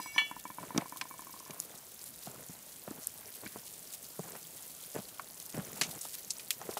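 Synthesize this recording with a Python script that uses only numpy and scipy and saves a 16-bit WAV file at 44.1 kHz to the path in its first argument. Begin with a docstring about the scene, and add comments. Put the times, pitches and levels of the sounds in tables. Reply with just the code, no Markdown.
"""Stew pot over a wood fire

A cast-iron pot boils outdoors; its lid has just been set on the ground. Struck and rubbed iron modes
make a stick's scrape and the clanks; the rim rocks to rest in ever quicker knocks, with damped sines for
the air beneath. Big bubbles plop as gliding sines with wet noise; swarms of small resonators make the
churn and fizz. Noise bursts make the snaps and spits of the embers, over soft banded noise for the air."""
import sys
import numpy as np
from scipy import signal
from scipy.io import wavfile

SR = 44100
rng = np.random.default_rng(int(sys.argv[2]) if len(sys.argv) > 2 else 0)


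def wav_out(sig):
    """Save sig, one row per channel (or a flat mono array), as 16-bit PCM at SR to the path in sys.argv[1]."""
    wavfile.write(sys.argv[1], SR, np.round(np.clip(np.atleast_2d(sig).T, -1, 1) * 32767).astype(np.int16))


N = 299439
T = np.arange(N) / SR

# blow on the lid handle, then jolts as the lid rocks: start_s, level_db
CLANKS = [(.1603, -42), (.1803, -18.5), (.4545, -56), (.707, -68)]


def from_db(db):
    """Decibels to gain."""
    return 10 ** (np.asarray(db) / 20)


def rms_one(x):
    """Scale to unit rms."""
    return x / np.sqrt(np.mean(x ** 2) + 1e-20)


def in_time(rows):
    """Level rows (start_s, level_db) joined by straight lines."""
    start_s, level_db = np.transpose(rows)
    return np.interp(T, start_s, level_db)


def at_hz(points, hz):
    """Read a spectrum on a log-frequency axis."""
    point_hz, level_db = np.transpose(points)
    return np.interp(np.log(hz), np.log(point_hz), level_db)


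def add(out, start_s, sound):
    """Mix a sound in at its start time."""
    i = max(0, round(start_s * SR))
    out[i:i + len(sound)] += sound[:N - i]


def band(x, low_hz, high_hz):
    """Causal band-pass, edges kept within the usable range."""
    edges_hz = np.clip([low_hz, high_hz], [10, 20], [.42 * SR, .45 * SR])
    sos = signal.butter(2, edges_hz, "band", fs=SR, output="sos")
    return signal.sosfilt(sos, x + 1e-18)  # offset avoids denormals


def drift(rate_hz):
    """Slow random curve of unit rms: noise through a double pole, one point per 40 samples."""
    r = np.exp(-80 * np.pi * rate_hz / SR)
    noise = rng.standard_normal(N // 40 + 2002)
    slow = signal.lfilter([1], [1, -2 * r, r * r], noise)[2000:]  # drop the settling
    return np.interp(np.arange(N) / 40, np.arange(len(slow)), rms_one(slow))


def fade(t, t60_s):
    """Exponential decay, 60 dB in t60_s."""
    return np.exp(-np.log(1000) * t / max(t60_s, 1e-4))


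def ring(force, hz, t60_s):
    """One mode as a two-pole resonator: a unit click starts a decaying sine of height 1."""
    r, w = fade(1 / SR, t60_s), 2 * np.pi * hz / SR
    return signal.lfilter([0, np.sin(w)], [1, -2 * r * np.cos(w), r * r], force + 1e-18)


def clicks(per_s, spread_db):
    """Random clicks of either sign, most small and a few large."""
    size = from_db(spread_db * np.minimum(rng.exponential(1, N), 2.8))
    return size * rng.choice([-1, 1], N) * (rng.random(N) < per_s / SR)


def swarm_voice(hz, per_s, spread_db, cycles):
    """Random clicks, differentiated, set one resonator ringing for some cycles."""
    force = np.diff(clicks(per_s, spread_db), prepend=0)
    return ring(force, hz, cycles / hz)


def burst(low_hz, high_hz, t60_s):
    """Dying puff of band noise, scaled to an rms of about 1 at its start."""
    envelope = fade(T[:SR // 6], t60_s)
    noise = rng.standard_normal(len(envelope)) * envelope
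    puff = band(noise, low_hz, max(high_hz, 1.2 * low_hz))
    return puff * np.sqrt(np.sum(envelope ** 2) / np.sum(puff ** 2))


def wash(colour, patchy_db):
    """Smooth noise in half-octave bands, each level wavering by patchy_db rms."""
    out, white = np.zeros(N), rng.standard_normal((2, N))
    edges_hz = np.geomspace(22, 17000, 20)
    for k, (low_hz, high_hz) in enumerate(zip(edges_hz, edges_hz[1:])):
        level_db = at_hz(colour, np.sqrt(low_hz * high_hz)) + patchy_db * drift(rate_hz=6.2)
        out += from_db(level_db) * band(white[k % 2], low_hz, high_hz)  # neighbours use separate noise
    return rms_one(out)


def bubbles(colour, low_hz, high_hz, per_s, spread_db, cycles, clump_db, count):
    """Swarm of small bubbles of many sizes, each ringing a few cycles, the whole swelling in clumps."""
    out, surge = np.zeros(N), from_db(clump_db * drift(rate_hz=22))
    for hz in np.geomspace(low_hz, min(high_hz, .45 * SR), count):
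        voice = rms_one(swarm_voice(hz, per_s / count, spread_db, cycles))
        out += from_db(at_hz(colour, hz)) * np.sqrt(hz) * voice  # colour is per Hz
    return rms_one(out * surge)


def rocking(count=17):
    """Rim knocks as (start_s, level_db): two to a swing, the swings ever shorter and softer."""
    first_swing_s, keep_share, soil_drag_s = .162, .9374, .00086
    first_db, fade_db = -33, 17.5  # loss by the last swing, slow at first and then steep
    rebound_share, rebound_db = .37, -4.5  # far side of the rim: this far into the swing, softer
    k = np.arange(count)
    swing_s = first_swing_s * keep_share ** k - soil_drag_s * k
    start_s = np.cumsum(swing_s) - swing_s
    level_db = first_db - fade_db * (k / k[-1]) ** 2
    return [*zip(start_s, level_db), *zip(start_s + rebound_share * swing_s, level_db + rebound_db)]


def blows(rows, vary_db):
    """A click per row, its strength varying with the point of contact."""
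    force = np.zeros(N)
    for (start_s, level_db), luck in zip(rows, rng.standard_normal(len(rows))):
        add(force, start_s, from_db([level_db + vary_db * luck]))
    return force


def lid(low_cut_hz=200):
    """Handle blows, rim knocks and the rubbing stick reach the same iron modes with their own weights."""
    # iron lid modes in close pairs: pitch_hz, t60_s, handle_blow_db, rim_knock_db, rub_db
    lid_modes = [(1023, .09, -16, -32, -30), (1680, .05, -22, -40, -30), (1880, .05, -13, -34, -30),
                 (1761, .15, -9.5, -26, -17), (1763, .5, -26, -35, -13), (2256, .45, -31, -38, -7),
                 (2277, .2, -2.5, -23, -22), (2292, .3, -24, -34, -30), (2746, .6, -26, -42, -15),
                 (2763, .15, -12, -36, -20), (2989, .29, -14, -42, -24), (3012, .1, -10, -39, -30),
                 (3082, .07, -12, -45, -30), (3353, .13, -21, -50, -30), (3385, .29, -12, -47, -16),
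                 (3950, .09, -27, -52, -16), (4027, .25, -27, -55, -14), (4318, .17, -18, -54, -22),
                 (5002, .35, -50, -62, -6), (5893, .35, -48, -62, -5), (6935, .25, -36, -62, -15),
                 (7052, .22, -35, -62, -24), (7910, .3, -48, -62, -10), (9663, .25, -50, -62, -10)]
    # stick sliding along the handle: start_s, level_db
    scrape_rows = [(0, -41), (.04, -51), (.07, -39.5), (.11, -65), (.15, -36), (.18, -83)]
    out, knocks = np.zeros(N), rocking()
    pressure = from_db(in_time(scrape_rows)) * (T < scrape_rows[-1][0])
    for k, (hz, t60_s, handle_db, rim_db, rub_db) in enumerate(lid_modes):
        force = from_db(handle_db) * blows(CLANKS, vary_db=1.0)
        force += from_db(rim_db) * blows(knocks, vary_db=4.0)
        force += from_db(rub_db - 32.5) * pressure * rng.standard_normal(N)
        out += (-1) ** (k // 3) * ring(force, hz, t60_s)  # groups of modes move in opposite senses
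    return band(out, low_cut_hz, 16000)


def dome_knocks(rise_per_s=0.033, wobble=0.042, grit_db=-17):
    """Each knock crushes soil and sounds the air under the dome, tending higher as the lid settles."""
    # air under the lid's dome: nominal_hz, t60_s, level_db
    dome_modes = [(203, 0.05, -13.5), (296, 0.044, -9), (705, 0.048, -25), (926, 0.079, -12),
                  (990, 0.046, -0.5), (1010, 0.016, -28)]
    out, t, knocks = np.zeros(N), T[:SR // 6], rocking()
    for (start_s, level_db), luck in zip(knocks, rng.standard_normal(len(knocks))):
        tune = 1 + rise_per_s * start_s + wobble * luck
        hollow = np.zeros(len(t))
        for hz, t60_s, mode_db in dome_modes:
            hollow += from_db(mode_db) * np.sin(2 * np.pi * hz * tune * t) * fade(t, t60_s)
        grit = burst(550, 1700, t60_s=.05)
        add(out, start_s, from_db(level_db) * (hollow + from_db(grit_db) * grit))
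    return band(out, 200, 4400)


def welling():
    """Gains of large and small bubbles: a steady simmer plus surges that swell, hold and die away."""
    # broth wells up around the big bubbles: start_s, hold_s, level_db, large_over_small_db
    surge_rows = [(0.6, 0.14, -53, 2), (0.783, 0.04, -46.5, -8.5), (1.477, 0.27, -59.5, -3),
                  (2.265, 0.16, -54.5, 0.5), (2.879, 0.11, -53.5, 2.5), (3.202, 0.081, -59.5, -17),
                  (3.434, 0.02, -51.5, -3), (3.546, 0.035, -55.5, -4), (4.238, .13, -53.5, -3.5),
                  (4.955, 0.024, -41.5, -2.5), (5.545, 0.063, -45, 0.5), (5.636, 0.23, -52, -4.5),
                  (5.795, 0.18, -51.5, 4.5), (6.61, 0.12, -52.5, -8)]
    attack_s, t60_s = 0.011, 0.14
    simmer_db, simmer_large_over_small_db = -63.5, -3
    swells = [(from_db(simmer_db), simmer_large_over_small_db)]
    for start_s, hold_s, level_db, large_db in surge_rows:
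        attack = np.clip(1 + (T - start_s) / attack_s, 0, 1)  # full at start_s
        release = fade(np.clip(T - start_s - hold_s, 0, 1), t60_s)
        swells.append((from_db(level_db) * attack * release, large_db))
    large_power = sum(gain ** 2 / (1 + from_db(-large_db) ** 2) for gain, large_db in swells)
    small_power = sum(gain ** 2 / (1 + from_db(large_db) ** 2) for gain, large_db in swells)
    return np.sqrt(large_power), np.sqrt(small_power)


def churning(split_hz=390):
    """Swarms of large and small bubbles share the level as the broth wells up."""
    # churn spectrum: pitch_hz, level_db_per_hz
    churn_colour = [(40, -18), (90, -3), (160, 1.5), (300, -6), (600, -13.5), (1200, -19.5), (2400, -23),
                    (5000, -40)]
    large_gain, small_gain = welling()
    large = bubbles(churn_colour, 124.0, split_hz, per_s=260, spread_db=3.5, cycles=8.9,
                    clump_db=1.5, count=7)
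    small = bubbles(churn_colour, 1.09 * split_hz, 3130, per_s=900, spread_db=4.5, cycles=11.3,
                    clump_db=1.1, count=12)
    return large_gain * large + small_gain * small


def pot(x):
    """The hollow above the broth adds its resonances to every bubble."""
    # air above the broth: pitch_hz, width_hz, level_db
    pot_modes = [(175, 32, -11), (262, 20, -18), (305, 16, -20), (428, 8, -47), (660, 72, -7)]
    out = x.copy()
    for hz, width_hz, level_db in pot_modes:
        r = np.exp(-np.pi * width_hz / SR)
        poles = [1, -2 * r * np.cos(2 * np.pi * hz / SR), r * r]
        out += from_db(level_db) * (1 - r * r) / 2 * signal.lfilter([1, 0, -1], poles, x)
    return out


def ticks(low_hz, high_hz, per_s, spread_db, cycles, count=14):
    """Tiny ticks in the embers, shared among resonators of different pitch."""
    out = np.zeros(N)
    for hz in np.geomspace(low_hz, min(high_hz, .45 * SR), count):
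        out += np.sqrt(hz) * swarm_voice(hz, per_s / count, spread_db, cycles)
    return rms_one(out)


def sizzle():
    """Fine surface bubbles, ember ticks and smooth noise follow one level curve."""
    # fizz spectrum: pitch_hz, level_db_per_hz
    fizz_colour = [(1000, -13), (2200, -6.5), (3500, -2), (5000, -1), (8000, 2.5), (12000, 3), (15500, 3)]
    # surface fizz curve: start_s, level_db
    fizz_rows = [(0.25, -54.5), (1.05, -53), (2.56, -52.5), (4.95, -49.5), (5.22, -52.5), (6.08, -48.5),
                 (6.48, -51.5), (6.79, -51)]
    fizz = bubbles(fizz_colour, 2620, 12300, per_s=4300, spread_db=7.5, cycles=4.0,
                   clump_db=5.5, count=20)
    high_ticks = ticks(6900, 14100, per_s=280, spread_db=6.5, cycles=11.4)
    low_ticks = ticks(3300, 8000, per_s=36, spread_db=3.0, cycles=22.0)
    mix = from_db(-4) * fizz + from_db(-4.5) * high_ticks + from_db(-10) * low_ticks
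    mix += from_db(-3.5) * wash(fizz_colour, patchy_db=0.0)
    return from_db(in_time(fizz_rows) + 0.5) * mix


def outdoor_air(level_db=-62):
    """Still outdoor air as soft noise with wavering bands."""
    # air spectrum: pitch_hz, level_db
    air_colour = [(25, -4.5), (60, 4), (150, 4.5), (500, 3), (1200, 0), (3000, -5), (15000, -13.5)]
    return from_db(level_db) * wash(air_colour, patchy_db=3.0)


def clank_grit(rattle_db=-17, rattle_t60_s=0.1, rasp_db=-23, rasp_t60_s=0.12):
    """A blow on the handle drives the rim into the gravel: a dull rattle and a thin rasp."""
    out = np.zeros(N)
    for start_s, level_db in CLANKS:
        rattle = from_db(rattle_db) * burst(860, 1470, rattle_t60_s)
        rasp = from_db(rasp_db) * burst(3300, 10700, rasp_t60_s)
        add(out, start_s, from_db(level_db) * (rattle + rasp))
    return out


def plops(cycles=8.15, glide=0.28, cavity_db=6.0, slosh_db=-8, thud_db=-1):
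    """A bursting dome rings a few cycles, gliding up as its mouth opens, and broth falls back."""
    # big bubbles: start_s, level_db, nominal_hz, spatter_db, relative_thud_db
    plop_rows = [(0.634, -44.5, 630, -4, -2), (0.747, -38.5, 298, -5, -1), (0.761, -30.5, 300, -16, -13),
                 (0.779, -29, 277, -6, -5), (1.497, -45.5, 353, -5, -0.5), (2.272, -41, 725, -12, -2),
                 (2.495, -43.5, 177, -22, -1), (2.877, -37.5, 610, -27, -4), (2.91, -39.5, 297, -15, -17),
                 (3.435, -49, 297, -11, 2), (3.46, -48, 286, -9, 3), (3.559, -39.5, 384, -9.5, -10),
                 (4.192, -36, 420, -13, 0.5), (4.351, -43.5, 1070, -8, -17), (4.954, -39, 427, -13, -3),
                 (4.961, -32.5, 454, -23, -27), (4.988, -38.5, 210, -18, -6),
                 (5.1969, -41.5, 1180, -7, -21), (5.544, -43, 292, -20, 4), (5.575, -38, 500, -31, 0),
                 (5.587, -36, 182, -22, -2), (5.812, -37.5, 1190, -0.5, -4), (6.052, -41.5, 864, -18, -19),
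                 (6.614, -41.5, 910, -5, -24), (6.691, -31.5, 425, -18, -14), (6.77, -29, 805, -37, -35)]
    out, t = np.zeros(N), T[:SR // 6]
    opening = 1 - np.exp(-t / .0006)
    for start_s, level_db, hz, spatter_db, deep_db in plop_rows:
        life_s = cycles / hz
        pitch_hz = hz * (1 + glide * (np.minimum(t / life_s, 1) * 2 - .5))
        tone = np.sin(2 * np.pi * np.cumsum(pitch_hz) / SR)
        cavity = from_db(cavity_db) * tone * fade(t, life_s)
        spatter = from_db(spatter_db) * burst(600, 1340, t60_s=0.05)
        slosh = from_db(slosh_db) * burst(0.41 * hz, 1.83 * hz, t60_s=0.045)
        thud = from_db(deep_db + thud_db) * burst(104, 218, t60_s=0.044)
        add(out, start_s, from_db(level_db) * opening * (cavity + spatter + slosh + thud))
    return band(out, 130, 6000)


def snaps(skirt_db=-17, knock_db=-7, tail_db=-27):
    """Steam breaks the wood: a sharp crack, the splinter's own note, a faint scatter off the stones."""
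    # ember snaps: start_s, level_db, low_hz, high_hz, t60_s
    snap_rows = [(0.7771, -21.5, 2120, 7300, 0.016), (0.895, -41.5, 4950, 11800, 0.021),
                 (1.0123, -27.5, 1160, 4870, 0.027), (1.5075, -36, 2300, 9900, 0.013),
                 (1.601, -22, 6700, 12400, 0.0072), (2.041, -37, 7240, 13200, 0.012),
                 (3.0709, -19, 8550, 11800, 0.0055), (3.4604, -41.5, 1390, 2530, 0.06),
                 (5.1954, -31.5, 980, 1880, 0.012), (5.4003, -34, 5500, 12900, 0.011),
                 (5.812, -23.5, 1800, 8900, 0.06), (5.8182, -26, 2370, 8550, 0.032),
                 (5.8333, -33.5, 2400, 8400, 0.1), (5.9105, -39.5, 3600, 11700, 0.054),
                 (6.013, -34, 6200, 11800, 0.04), (6.3048, -27.5, 4800, 9300, 0.048),
                 (6.3828, -36.5, 6900, 11000, 0.013), (6.3954, -43.5, 2270, 9700, 0.082),
                 (6.5057, -23, 2630, 12800, 0.039), (6.709, -43, 4460, 11900, 0.081),
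                 (6.738, -39.5, 5300, 14000, 0.033), (6.773, -37.5, 3170, 13900, 0.074)]
    out = np.zeros(N)
    for start_s, level_db, low_hz, high_hz, t60_s in snap_rows:
        crack = burst(low_hz, high_hz, t60_s)
        skirt = from_db(skirt_db) * burst(low_hz / 2, 21000, t60_s)
        splinter = from_db(knock_db) * burst(0.902 * low_hz, 1.17 * low_hz, t60_s * 0.74)
        scatter = from_db(tail_db) * burst(low_hz / 2, high_hz, min(5 * t60_s, .2))
        add(out, start_s, from_db(level_db) * (crack + skirt + splinter + scatter))
    return out


def spits(count=64, per_s=3.9):
    """Lesser snaps at random moments, each with its own strength and brightness."""
    base_db, spread_db = -46.5, 9
    low_hz, low_octaves, high_hz, t60_s = 4060, 1, 12500, 0.021
    out = np.zeros(N)
    for when, chance, size, bright in rng.random((count, 4)):
        if chance < per_s * T[-1] / count:  # thins the candidates to per_s on average
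            crack = burst(low_hz * 2 ** (low_octaves * bright), high_hz, t60_s)
            level_db = base_db + spread_db * (2 * size - 1.5)
            add(out, when * T[-1], from_db(level_db) * crack)
    return out


def scene():
    """Lid, broth and fire over the still outdoor air."""
    iron = lid() + dome_knocks() + clank_grit()
    broth = pot(churning() + from_db(3.4) * plops())
    fire = snaps() + spits()
    return (iron + broth + sizzle() + fire + outdoor_air())[None]


def record(dry):
    """Steep low-pass on the top."""
    sos = signal.ellip(12, .1, 80, 15600, fs=SR, output="sos")  # order, ripple dB, stop dB, cutoff Hz
    return signal.sosfilt(sos, dry)


dry = scene()
out = record(dry)
wav_out(out)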